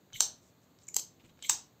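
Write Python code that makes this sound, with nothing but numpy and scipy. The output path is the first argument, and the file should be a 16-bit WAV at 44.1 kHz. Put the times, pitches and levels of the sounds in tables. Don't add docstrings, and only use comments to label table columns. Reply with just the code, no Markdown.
import sys
import numpy as np
from scipy import signal
from scipy.io import wavfile

SR = 44100
rng = np.random.default_rng(int(sys.argv[2]) if len(sys.argv) > 2 else 0)


def invert_db(x):
    u = np.asarray(x, float) / 20
    return 10 ** u


def digitize_waveform(pressure):
    field = np.atleast_2d(pressure).T
    bounded = np.clip(field, -1, 1)
    quanta = np.round(bounded * 32767).astype(np.int16)
    wavfile.write(sys.argv[1], SR, quanta)


N = 79380

# pitch_hz, level_db (per Hz)
LOW_NOISE = [(20, -20.5), (52, -15.5), (75, -2), (120, -0.5), (250, -2.5), (500, -9), (1200, -17.5),
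             (4500, -42.5)]
HIGH_NOISE = [(3000, -2), (4200, 0.5), (5400, -11.5), (6700, 1.5), (8400, -10), (8800, -28), (11300, -28),
              (11700, -6)]
# pitch_hz, time_to_fall_60_db_s
ROOM_DECAY = [(300, 0.54), (1000, 0.34), (2800, 0.29), (6500, .24), (12000, .19)]
# pitch_hz, level_db
ROOM_COLOUR = [(300, -4), (1000, -8), (2500, -9), (4000, -1), (6000, 0), (8000, -7), (13000, -2)]
ROOM_LEVELS = [-5, -8.5, -7]
# pitch_hz, level_db
MIC_PORT = [(200, -3.5), (5000, -2), (7500, 4), (8500, -1.5), (8900, -5.5), (11200, -16), (11700, -10),
            (15600, -13)]
# start_s, length_s, level_db, pitch_hz
RUBS = [
    (.40, 0.15, -70.5, 6844),
    (0.611, 0.062, -76.5, 6800),
    (0.798, 0.073, -70.5, 6790),
    (1.192, 0.035, -64, 3024),
    (1.234, 0.051, -63.5, 2900),
    (1.284, 0.036, -66.5, 3200),
    (1.224, .1, -73.5, 6800),
    (1.392, 0.1, -66.5, 3440),
]
# start_s, level_db, pitch_hz
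BUMPS = [
    (.14, -38.5, 130.8),
    (.205, -50.5, 44.96),
    (1.235, -47, 250),
    (1.242, -48, 114),
    (1.496, -53, 40),
    (0.996, -48.5, 307),
    (1.526, -45, 330),
]
# start_s, length_s, level_db, pitch_factor
SWINGS = [
    (.134, 0.06, -40, 0.993),
    (1.425, 0.061, -39.5, 1.01),
]
# pitch_hz, width_hz, level_db, brevity (power), lateness (0 to 1)
PIVOT_MODES = [(2273, 190, -1, 4.4, 0.4), (3145, 190, 0.5, 1.3, .3), (3800, 600, -6, .6, 0.5),
               (6300, 400, -10, .8, 0.3), (7510, 1000, -8.5, .6, 0.7), (13200, 600, -7.5, .8, 0.6),
               (14000, 2000, -2.5, .7, .45)]
# start_s, level_db, pitch_hz, width_hz
TICKS = [(0.103, -53, 1600, 1522), (.126, -42.5, 1800, 2552), (0.1316, -41, 3630, 898),
         (.1318, -44, 6300, 711), (.788, -49.5, 4800, 2497), (.821, -57, 3800, 1200),
         (.833, -63.5, 7470, 245.3), (0.839, -58.5, 6500, 403), (0.8689, -53.5, 6800, 900),
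         (0.882, -42, 6580, 700), (.8812, -54.5, 2300, 500), (0.8851, -36.5, 7100, 485),
         (0.8866, -48.5, 2290, 275), (0.8855, -36, 13400, 1800), (0.9455, -38, 13630, 203.5),
         (1.374, -53, 2470, 2420), (1.391, -45, 2170, 3110), (1.401, -54, 3493, 3040),
         (1.425, -36, 3520, 900), (1.4251, -37.5, 7600, 1010)]
# start_s, length_s, level_db
SHIVERS = [
    (0.969, 0.0062, -30),
    (0.984, .009, -39),
    (0.991, 0.013, -34),
]
# start_s, level_db
SHUT_HITS = [
    (.9432, -34.5),
    (.9449, -38),
    (.9597, -47),
    (.9647, -24.5),
    (.9659, -22.5),
    (.9667, -23),
    (.9682, -31),
    (.9695, -29.5),
]
# pitch_hz, width_hz, level_db
SHUT_MODES = [(452, 170, -15.5), (807, 253, -10.5), (2050, 200, -19.5), (3200, 360, -11.5), (4260, 460, -9),
              (5010, 440, -7), (6330, 330, -4.5), (7470, 890, 2), (7630, 400, 0.5), (11300, 900, -2.5),
              (12700, 900, 4), (14320, 700, 2)]
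# pitch_hz, width_hz, level_db
OPEN_MODES = [(892, 155, -9.5), (1260, 160, -18), (1598, 180, -13.5), (2900, 590, -8.5), (3900, 390, -7.5),
              (4800, 980, -15.5), (5570, 1200, -8.5), (6423, 1200, 4.5), (7540, 180, -8.5),
              (8117, 400, -6.5), (12200, 700, -9), (13000, 1000, -2.5), (14800, 900, -4)]
# start_s, level_db
FIRST_LOCK = [
    (0.204, -34.5),
    (.2056, -22),
    (0.2062, -19),
    (0.2072, -23),
    (0.2085, -28.5),
    (0.2096, -26.5),
]
SECOND_LOCK = [
    (1.4933, -30.5),
    (1.4947, -23),
    (1.4966, -18),
    (1.4982, -27),
    (1.4998, -20.5),
    (1.5011, -34.5),
    (1.5058, -26),
    (1.5055, -34),
]
GRIP_TILT = [1, 0.5]


def evened(x):
    return x / np.sqrt(np.mean(x ** 2) + 1e-20)


def read(points, hz):
    f, value = np.transpose(points)
    return np.interp(np.log(hz + 1), np.log(f + 1), value)


def ring(x, hz, width):
    pole = np.exp((2j * np.pi * hz - np.pi * width) / SR)
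    return signal.lfilter([1], [1, -pole], x).imag


def soft_ring(x, hz, width):
    rise = 4.36
    pole, rise_pole = np.exp((2j * np.pi * hz - np.pi * width * np.array([1, rise])) / SR)
    rung = signal.lfilter([1], np.poly([pole, rise_pole]), x)
    return 2 * (1 - abs(rise_pole)) * rung.imag


def clicks(rows):
    x = np.zeros(N)
    for start_s, level_db in rows:
        x[round(start_s * SR)] += invert_db(level_db)
    return x


def grit(per_s, spread_db):
    size = invert_db(spread_db * np.minimum(rng.exponential(1, N), 4))
    size = size * rng.choice([-1., 1.], N)
    return evened(size * (rng.random(N) < per_s / SR))


def swell(start, length, peak):
    u = np.clip((np.arange(N) / SR - start) / length, 0, 1)
    bend = np.log(.5) / np.log(np.clip(peak, .05, .95))
    return np.sin(np.pi * u ** bend) ** 2


def below(x, hz):
    return signal.oaconvolve(x, signal.firwin(401, hz, window=("kaiser", 8), fs=SR), "same")


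def noise(points, level_db):
    frames, hz = N // 256 + 5, np.fft.rfftfreq(1024, 1 / SR)
    a, b = rng.standard_normal((frames, 513, 2)).T
    z = (a + 1j * b) * invert_db(read(points, hz)[:, None])
    return invert_db(level_db) * evened(signal.istft(z, nperseg=1024, noverlap=768)[1][:N])


def background():
    quiet = noise(LOW_NOISE, -66) + noise(HIGH_NOISE, -72.5)
    return signal.sosfilt(signal.butter(4, 69, "high", fs=SR, output="sos"), quiet)


def room(x):
    start_s, build_s, spin_hz = 0.0013, 0.01, 90.2
    echoes = np.zeros((2, 18000))
    at = np.arange(0, 17988, 12) + rng.integers(0, 12, (2, 1499))
    np.put_along_axis(echoes, at, rng.choice([-1., 1.], at.shape), axis=1)
    hz, t, z = signal.stft(echoes, SR, nperseg=128)
    fade_db = read(ROOM_COLOUR, hz)[:, None] - 60 * t / read(ROOM_DECAY, hz)[:, None]
    tail = signal.istft(z * invert_db(fade_db), SR, nperseg=128)[1]
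    tail = tail * np.clip((np.arange(tail.shape[1]) / SR - start_s) / build_s, 0, 1)
    spin = 2 * np.pi * spin_hz * np.arange(N) / SR
    fed = x * np.array([np.cos(spin), np.sin(spin)])
    return signal.fftconvolve(fed, tail / np.linalg.norm(tail[0]), axes=1)[:, :N].sum(axis=0)


def port(x):
    gain = np.log(invert_db(read(MIC_PORT, abs(np.fft.fftfreq(4096, 1 / SR)))))
    response = np.fft.ifft(np.exp(np.conj(signal.hilbert(gain)))).real[:2048]
    return signal.fftconvolve(x, response)[:N]


def fingers():
    slips = grit(per_s=2400, spread_db=3.5)
    out = np.zeros(N)
    for start_s, length_s, level_db, hz in RUBS:
        rub = evened(ring(slips, hz, 0.45 * hz))
        out += invert_db(level_db) * swell(start_s, length_s, 0.34) * rub
    for start_s, level_db, hz in BUMPS:
        push = ring(clicks([(start_s, level_db)]), hz, 40)
        out += ring(push, hz, 60) * 300 / SR
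    return out


def pivot():
    sag = 0.033
    out = np.zeros(N)
    for start_s, length_s, level_db, pitch in SWINGS:
        slips = grit(per_s=5000, spread_db=3.5)
        for k, (hz, width, db, brevity, late) in enumerate(PIVOT_MODES):
            press = swell(start_s, length_s, late)
            gliding_hz = hz * pitch * (1 - sag * (press - .5))
            turn = np.exp(2j * np.pi * np.cumsum(gliding_hz) / SR)
            r = np.exp(-np.pi * width / SR)
            band = turn * signal.lfilter([1], np.poly([r, r * r]), np.roll(slips, 997 * k) / turn)
            out += invert_db(level_db + db - 4.5) * press ** brevity * evened(band.real)
    return out


def ticks():
    out = np.zeros(N)
    for s, db, hz, width in TICKS:
        touches = clicks([(s, db), (s + 0.0013, db - 1), (s + 0.0036, db - 5)])
        out += soft_ring(touches, hz, width)
    return out


def shiver():
    slips = grit(per_s=6000, spread_db=4.5)
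    rattle = np.zeros(N)
    for k, (hz, width, db) in enumerate(SHUT_MODES[3:]):
        rattle += invert_db(.6 * db) * soft_ring(np.roll(slips, 997 * k), hz, 2 * width)
    return evened(rattle) * sum(invert_db(db) * swell(s, n, .4) for s, n, db in SHIVERS)


def struck_knife(rows, modes, scatter_db, crack_db, tilt_db):
    heavy_below_hz, heavy_bias, push_db = 2000, 4.4, -10.5
    out = invert_db(crack_db) * np.diff(clicks(rows), prepend=0)
    s, level_db = np.transpose(rows)
    at = np.round(s * SR).astype(int)
    heavy_db = heavy_bias * (level_db - level_db.max())
    out[at] += invert_db(level_db + heavy_db + push_db)
    luck = rng.standard_normal((len(rows), len(modes), 2))
    for k, (hz, width, db) in enumerate(modes):
        x = np.zeros(N)
        if hz < heavy_below_hz:
            x[at] = (-1) ** k * invert_db(heavy_db)
        else:
            x[at] = np.sign(luck[:, k, 0]) * invert_db(scatter_db * luck[:, k, 1])
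        x[at] *= invert_db(level_db + db)
        out += invert_db(tilt_db * np.log2(hz / 7000)) * soft_ring(x, hz, width)
    return out


def shutting():
    return struck_knife(SHUT_HITS, SHUT_MODES, scatter_db=1.5, crack_db=-14, tilt_db=0)


def lock(rows, tilt_db):
    return struck_knife(rows, OPEN_MODES, scatter_db=4.0, crack_db=-12, tilt_db=tilt_db)


def scene():
    first, second = lock(FIRST_LOCK, GRIP_TILT[0]), lock(SECOND_LOCK, GRIP_TILT[1])
    shut, rattle = shutting(), shiver()
    small = ticks() + pivot() + fingers()
    lock_db, shut_db, small_db = ROOM_LEVELS
    tails = invert_db(lock_db) * room(first) + invert_db(lock_db) * room(second)
    tails += invert_db(shut_db) * room(shut + rattle) + invert_db(small_db) * room(small)
    gentle = below(background() + port(tails + small + rattle), 15650)
    return (port(first + second + shut) + gentle)[None]


def roll_off(x):
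    return signal.sosfilt(signal.butter(12, 16470, fs=SR, output="sos"), x)


def record(dry):
    smear_db, smear_s, edge_hz = -20, .005, 16300
    t = np.arange(-700, 701) / SR
    smear = rng.standard_normal(len(t)) * np.exp(-abs(t) / smear_s) * (t < 0)
    smear = smear / np.linalg.norm(smear)
    x = dry[0] + invert_db(smear_db) * signal.oaconvolve(dry[0], smear, "same")
    return roll_off(below(x, edge_hz)[None])


dry = scene()
out = record(dry)
digitize_waveform(out)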